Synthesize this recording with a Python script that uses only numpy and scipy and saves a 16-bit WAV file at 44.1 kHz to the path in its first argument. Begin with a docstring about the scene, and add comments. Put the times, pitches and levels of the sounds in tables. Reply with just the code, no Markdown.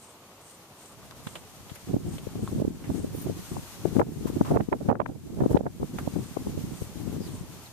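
"""A sunny deck: gusty wind buffets the two microphone ports of a camera carried across it.
Gusts ride on a slow breeze; their eddies rumble in each port separately, and the hardest vortices pop.
Hung sheets flap and rustle nearby, with a few small knocks. Behind them lie a soft outdoor wash and
hiss, a rasping insect, a far bird and one thin whine.
The camera's limiter ducks everything after each hard blow on the right port."""
import sys
import numpy as np
from scipy import signal
from scipy.fft import rfft, irfft
from scipy.io import wavfile
from scipy.ndimage import uniform_filter1d, minimum_filter1d

SR = 44100
rng = np.random.default_rng(int(sys.argv[2]) if len(sys.argv) > 2 else 0)


def store_pcm(level_fs):
    """Save levels as 16-bit WAV."""
    pcm = np.round(np.clip(level_fs, -1, 1) * 32767).astype(np.int16)
    wavfile.write(sys.argv[1], SR, np.atleast_2d(pcm).T)


N = 340452
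T = np.arange(N) / SR
HZ = np.fft.rfftfreq(N, 1 / SR)
BAND_EDGE_HZ = 14380


def amp(db):
    """Decibels to gain."""
    return 10 ** (np.asarray(db) / 20)


def unit_rms(x):
    """Scale to rms 1."""
    return x / np.sqrt(np.mean(x ** 2) + 1e-20)


def time_curve(rows):
    """Time table, interpolated at every sample."""
    return np.interp(T, *np.transpose(rows))


def freq_curve(rows, hz=HZ):
    """Frequency table, interpolated on a log axis."""
    f, value = np.transpose(rows)
    return np.interp(np.log(hz + 1), np.log(f), value)


def noise(colour, correlation=0):
    """Stereo noise, rms 1, of given spectrum and left-right correlation."""
    left, other = rng.standard_normal((2, 2 * len(HZ))).view(complex)
    right = correlation * left + np.sqrt(1 - correlation ** 2) * other
    return unit_rms(irfft(np.array([left, right]) * colour, N))


def short_noise(colour, samples):
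    """Block of coloured noise, rms 1, independent per port."""
    return unit_rms(irfft(rfft(rng.standard_normal((2, samples))) * colour))


def flicker(rate_hz, points=4096):
    """Random wander up to rate_hz, rms 1, independent per port."""
    hz = np.fft.rfftfreq(points, T[-1] / points)
    wander = short_noise(1 / (1 + (hz / rate_hz) ** 4), points)
    return np.array([np.interp(T, np.linspace(0, T[-1], points), port) for port in wander])


def swell(start_s, length_s):
    """Half-ellipse envelope."""
    return np.sqrt(np.maximum(1 - (2 * (T - start_s) / length_s - 1) ** 2, 0))


def port_gains(pan_db):
    """Left and right gains; pan_db is left minus right."""
    return amp(np.minimum([[pan_db], [-pan_db]], 0))


def add(mix, start_s, sound):
    """Mix in a short stereo sound."""
    part = mix[:, round(start_s * SR):][:, :sound.shape[1]]
    part += sound[:, :part.shape[1]]


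def wind_level_db(attack_s=0.0031, release_s=0.0087, sag_db=-3):
    """Flow at each port: every gust jumps out of the breeze, sags and drops back."""
    # breeze between gusts: t/s, level/dB
    breeze = [(0.8, -77), (1.02, -54), (1.8, -55.5), (1.9, -45), (2.75, -39), (3.35, -35.5), (3.45, -50),
              (3.75, -48.5), (4.1, -31), (4.65, -45), (5.02, -19.5), (5.22, -35.5), (5.4, -28), (5.6, -46),
              (5.72, -37.5), (6.3, -46.5), (7.4, -40), (7.7, -56.5)]
    # gusts: t/s, length/s, level/dB, pan/dB
    gusts = [(1.871, 0.29, -32.5, -2.5), (2.352, 0.089, -31, 1.5), (2.51, 0.24, -31, -1),
             (2.889, 0.038, -27, -22), (2.906, 0.1, -30, 22.5), (3.27, 0.04, -28.5, 17),
             (3.51, 0.084, -30.5, 6.5), (3.836, 0.23, -30, 25), (3.95, 0.08, -19, 12),
             (4.238, 0.066, -30.5, 5), (4.341, 0.33, -32.5, 1), (4.503, 0.12, -14, -7),
             (4.714, 0.048, -18, 1.5), (4.8, 0.022, -21, -8), (4.885, 0.053, -16, -1),
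             (4.932, 0.06, -20.5, 2), (5.402, 0.052, -16.5, -4.5), (5.493, 0.19, -23, -2.5),
             (5.654, 0.0096, -10.5, 6), (5.797, 0.062, -28.5, 2), (5.935, 0.17, -34.5, -1.5),
             (6.135, 0.096, -27.5, 7.5), (6.387, 0.35, -34, -2.5), (6.956, 0.29, -32.5, 22)]
    power = amp(time_curve(breeze)) ** 2 * np.ones((2, 1))
    t = np.arange(SR // 2) / SR
    for start_s, length_s, db, pan_db in gusts:
        envelope = np.minimum(t / attack_s, 1) * np.exp(-np.maximum(t - length_s, 0) / release_s)
        gust = envelope * amp(db + sag_db * t / length_s) * port_gains(pan_db)
        add(power, start_s, gust ** 2)
    return 10 * np.log10(power)


def turbulence(trim_db=-1, breakup_db=-30, breakup_corner_hz=245, low_hz=125, tilt_db_per_oct=-3.5):
    """Eddies swell and collapse at each port; faster air sheds smaller ones, so the rumble brightens."""
    decimation = 4
    eddies_db = 4 * np.clip(flicker(rate_hz=55), -2, 2)
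    lulls_db = 2 * np.minimum(flicker(rate_hz=24)[0], 0) + 2.5  # flow briefly lets go of both ports
    flow_db = (wind_level_db() + eddies_db + lulls_db)[:, ::decimation]
    # the fastest flow breaks into fine, crackling eddies: higher corner, shallower roll-off
    relative_db = flow_db - breakup_db
    excess_db = np.maximum(relative_db, 0)
    corner_hz = breakup_corner_hz * 2 ** (relative_db / 48 + excess_db / 36)
    order = 3.45 / (1 + excess_db / 55)
    spectrum = rfft(rng.standard_normal(flow_db.shape))
    bin_octave = np.log2(HZ[:spectrum.shape[1]] + 1)
    rumble, power = 0, 0
    for octave in range(4, 13):
        band = irfft(spectrum * np.maximum(1 - abs(bin_octave - octave), 0), N // decimation)
        hz = 2. ** octave
        high_pass = hz ** 2 / (hz ** 2 + low_hz ** 2)
        gain = amp(tilt_db_per_oct * octave) * high_pass / np.sqrt(1 + (hz / corner_hz) ** (2 * order))
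        rumble += gain * band
        power += gain ** 2 * band.var() * 1.5  # 1.5: band overlap
    return signal.resample_poly(amp(flow_db + trim_db) * rumble / np.sqrt(power), decimation, 1, axis=1)


def buffets(skew=0.25, ragged=0.32, wake_db=-8, wake_s=0.004, wake_order=3.85, crack_hz=700):
    """A vortex core is a brief lopsided suction between two pushes, in a burst of smaller eddies."""
    # vortices hitting a port: t/s, level/dB, centre f/Hz, pan/dB
    vortices = [(1.2707, -23.5, 208, -8), (1.72, -28, 176, 18), (1.943, -10.5, 274, 7.5),
                (1.967, -10, 323, -11), (2.2724, -17.5, 230, 28), (2.563, -17.5, 260, -22),
                (2.602, -13.5, 282, -19), (2.6219, -6, 327, -17), (2.6505, -8, 304, -30),
                (2.679, -10, 292, -7), (2.9016, -14.5, 374, -33), (3.047, -16, 260, -1),
                (3.15, -19.5, 240, -18), (3.271, -16.5, 318, -11), (3.299, -15.5, 298, 21),
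                (3.5683, -17, 430, 24), (3.856, -6.5, 400, 46), (3.967, -9, 260, 20),
                (3.9867, -10, 243, 18), (3.997, -7.5, 760, 25), (4.0057, -8.5, 407, 25),
                (4.0097, -4.5, 380, -23), (4.0163, -2.5, 780, -11), (4.2585, -12, 284, 15),
                (4.302, -15, 314, 17), (4.3683, -22, 290, -12), (4.4118, -2.5, 315, 16),
                (4.414, -9, 490, -27), (4.5121, -9.5, 400, 5), (4.572, -1, 627, -14),
                (4.609, -18, 1300, 20), (4.687, -9, 305, 13), (4.7293, 0, 820, -20), (4.738, -7, 560, -2),
                (4.886, -6, 240, 18), (4.902, 0.5, 680, -7), (4.9152, 7, 580, -24), (4.928, 1, 590, -11),
                (4.9553, -5, 695, 25), (5.003, 6.5, 760, -10), (5.017, -1.5, 744, -23),
                (5.0622, -6, 1070, 13), (5.423, -2, 202, 8), (5.4381, -8, 443, 7), (5.4628, -1, 363, 16),
                (5.515, -11, 470, 7), (5.5474, 0.5, 252, 11.5), (5.558, -7, 426, 19), (5.572, 2, 604, -38),
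                (5.5742, -18, 2480, -25), (5.6095, -3.5, 455, -17), (5.6672, -6.5, 666, -5.5),
                (5.831, -9, 424, 3.5), (6.0764, -11.5, 380, -21), (6.189, -18, 300, 20),
                (6.371, -13.5, 455, 30), (6.471, -15.5, 300, 9), (6.578, -17, 232, -5),
                (6.821, -15, 220, 20), (7.206, -19, 216, 25)]
    out = np.zeros((2, N))
    t = np.arange(-1024, 1024) / SR
    f = np.fft.rfftfreq(len(t), 1 / SR)
    for centre_s, db, hz, pan_db in vortices:
        u = np.pi * hz * t
        core = (1 - 2 * u ** 2 + 2 * skew * rng.standard_normal() * u) * np.exp(-u ** 2)
        # the fastest vortices have a sharp tip, which cracks
        tip_u = 2.24 * u
        tip_gain = amp(-14) * min(hz / crack_hz, 1) ** 3
        tip = tip_gain * (1 - 2 * tip_u ** 2) * np.exp(-tip_u ** 2)
        colour = f / (f + hz) / np.sqrt(1 + (f / (1.04 * hz)) ** (2 * wake_order))
        eddies = short_noise(colour, len(t))
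        wake = amp(wake_db) * eddies * np.exp(-(t / wake_s) ** 2)
        pop = wake - tip - core * (1 + ragged * eddies)
        polarity = np.copysign(1, [[pan_db], [-pan_db]])  # weaker port inverted
        add(out, centre_s + t[0], amp(db) * port_gains(pan_db) * polarity * pop)
    return out


def microphone(wind, clip_db=8.5, low_cut_hz=46):
    """The hardest blows drive the microphone to its stop and crackle; the deepest rumble is lost."""
    clipped = np.clip(wind, -amp(clip_db), amp(clip_db))
    return signal.sosfilt(signal.butter(2, low_cut_hz, "high", fs=SR, output="sos"), clipped)


def sheets(rise_s=0.000095, body_db=11.5, relative_width=0.29):
    """Cloth snaps taut: short puffs of broad noise, each with one soft resonance."""
    # flaps, ticks, swishes: t/s, level/dB, decay/s, body f/Hz
    flaps = [(1.11, -38, 0.0029, 4800), (1.2695, -35, 0.0088, 3500), (1.354, -33, 0.01, 3030),
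             (1.695, -43.5, 0.014, 3240), (1.757, -45.5, 0.014, 2190), (2.183, -39, 0.0055, 3300),
             (2.84, -45, 0.024, 2050), (4.268, -38.5, 0.023, 1100), (4.448, -36, 0.061, 1080),
             (5.986, -28, 0.0072, 1390)]
    # flap spectrum: f/Hz, level/dB
    cloth = [(60, -37), (420, 16), (2000, 3), (3400, -0.5), (4800, -6.5), (14000, -9)]
    out = np.zeros((2, N))
    t = np.arange(8192) / SR
    f = np.fft.rfftfreq(len(t), 1 / SR)
    for start_s, db, decay_s, body_hz in flaps:
        resonance_db = body_db / (1 + ((f / body_hz - 1) / relative_width) ** 2)
        puff = short_noise(amp(freq_curve(cloth, f) + resonance_db), len(t))
        envelope = (1 - np.exp(-t / rise_s)) * np.exp(-t / decay_s)
        add(out, start_s, amp(db) * envelope * puff)
    return out


def knocks():
    """Small hollow knocks, perhaps of clothes pegs; all ring with the same modes."""
    # knocks: t/s, level/dB
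    hits = [(1.122, -37.5), (1.2704, -33), (2.4762, -26.5)]
    # ringing modes: f/Hz, level/dB, t60/s
    modes = [(1080, -5, 0.027), (1270, -6, .017), (3460, -12, 0.0069)]
    out = np.zeros((2, N))
    t = np.arange(4096) / SR
    ring = sum(amp(db - 60 * t / t60_s) * np.sin(2 * np.pi * hz * t) for hz, db, t60_s in modes)
    for start_s, db in hits:
        add(out, start_s, amp(db) * port_gains(0) * ring)
    return out


def rustles(low_cut_hz=5000):
    """Cloth brushes on cloth: brief puffs of high noise."""
    # cloth contacts: t/s, length/s, level/dB
    brushes = [(1.748, 0.018, -48.5), (4.267, 0.036, -47), (5.496, .042, -47), (6.797, 0.067, -51)]
    envelope = sum(amp(db) * swell(start_s, length_s) for start_s, length_s, db in brushes)
    return envelope * noise(HZ / (HZ + low_cut_hz) * (HZ < BAND_EDGE_HZ))


def whine(start_s=3.125, length_s=0.135, half_width_hz=25, level_db=-48.5):
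    """Brief thin whine of three high lines, perhaps the lens motor."""
    # spectral lines: f/Hz, level/dB
    lines = [(9270, -2.5), (10998, -2.5), (13808, 3)]
    colour = sum(amp(db) / (1 + ((HZ - hz) / half_width_hz) ** 2) for hz, db in lines)
    return amp(level_db) * swell(start_s, length_s) * noise(colour)


def insect(rasp_s=0.2, level_db=-55.5, ragged_db=2):
    """Short, ragged rasps of high, narrow noise that swell and fade."""
    # rasp onsets: t/s
    onsets = [-.04, .39, .76, 1.22, 2.03, 2.38, 2.88, 3.43, 6.15, 6.7, 7.25]
    # rasp spectrum: f/Hz, level/dB
    spectrum = [(5000, 4.5), (7000, 13), (8700, 18), (9500, 16), (10400, -15)]
    envelope = sum(swell(start_s, rasp_s) ** 2 for start_s in onsets)
    gain = amp(level_db + ragged_db * flicker(rate_hz=60)[0])
    return envelope * gain * noise(amp(freq_curve(spectrum)), correlation=0.39)


def bird(end_hz=3450):
    """Far bird: each slur holds its top note, falls and levels out, with a slight waver."""
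    # falling slurs: t/s, length/s, top f/Hz, level/dB
    slurs = [(7.196, 0.105, 5030, -52), (7.65, 0.034, 4260, -53)]
    out = np.zeros((2, N))
    waver = 1 + 0.042 * flicker(rate_hz=190)
    for start_s, length_s, top_hz, db in slurs:
        progress = np.clip((T - start_s) / length_s, 0, 1)
        fall = np.sin(np.pi / 2 * progress ** 2) ** 2
        hz = (top_hz + (end_hz - top_hz) * fall) * waver
        out += amp(db) * swell(start_s, length_s) * np.sin(2 * np.pi * np.cumsum(hz, axis=1) / SR)
    return out


def outdoor_air(wash_db=-53, hiss_lean_db=0.92):
    """Low wash, alike in both ports, under a wide hiss that leans left; both flicker by about 1 dB."""
    # wash spectrum: f/Hz, level/dB
    wash_spectrum = [(20, -37), (90, 3), (220, 1), (600, -1), (1150, -3), (1700, -13.5), (3000, -12.5),
                     (8000, -24.5)]
    # hiss spectrum: f/Hz, level/dB
    hiss_spectrum = [(3400, 10), (5300, 9.5), (6700, 12), (7600, 9), (8700, 10.5), (10000, 7.5),
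                     (14000, 8.5)]
    # hiss envelope: t/s, level/dB
    hiss_levels = [(0, -58), (.75, -56.5), (1.2, -53), (3, -51.5), (3.45, -47.5), (6, -49.5), (7.7, -51.5)]
    # likeness of far sound in the two ports: f/Hz, correlation
    likeness = [(500, 0.95), (1250, 0.78), (2100, -0.09)]
    correlation = freq_curve(likeness)
    wash = noise(amp(freq_curve(wash_spectrum)), correlation)
    wash *= amp(wash_db + flicker(rate_hz=17)[0])
    hiss = noise(amp(freq_curve(hiss_spectrum)) * (HZ < BAND_EDGE_HZ), correlation)
    hiss *= amp(time_curve(hiss_levels) + flicker(rate_hz=14)[0])
    return wash + hiss * amp([[hiss_lean_db], [-hiss_lean_db]])


def limiter(x, threshold_db=-16.5, share=0.88, hold_s=0.046, recover_db_per_s=30, window=176):
    """Keyed by right-port power: both channels duck at once, hold, then recover steadily."""
    level_db = 10 * np.log10(abs(uniform_filter1d(x[1] ** 2, window)) + 1e-12)
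    cut_db = share * np.minimum(threshold_db - level_db, 0)
    half_hold = int(hold_s * SR / 2)
    held_db = minimum_filter1d(cut_db, 2 * half_hold + 1, origin=half_hold)
    ramp_db = recover_db_per_s * T
    gain_db = np.minimum.accumulate(held_db - ramp_db) + ramp_db
    return x * amp(uniform_filter1d(gain_db, window))


def scene():
    """Wind at the ports, sheets nearby, garden behind."""
    wind = microphone(turbulence() + buffets())
    laundry = sheets() + knocks() + rustles()
    background = outdoor_air() + insect() + bird() + whine()
    return wind + laundry + background


def record(dry):
    """Limiter, soft ceiling on the largest pops, band limit."""
    ceiling = 0.8
    softened = ceiling * np.tanh(limiter(dry) / ceiling)
    low_pass = signal.firwin(801, BAND_EDGE_HZ, window=("kaiser", 8), fs=SR)
    return signal.oaconvolve(softened, low_pass[None], "same", axes=1)


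dry = scene()
out = record(dry)
store_pcm(out)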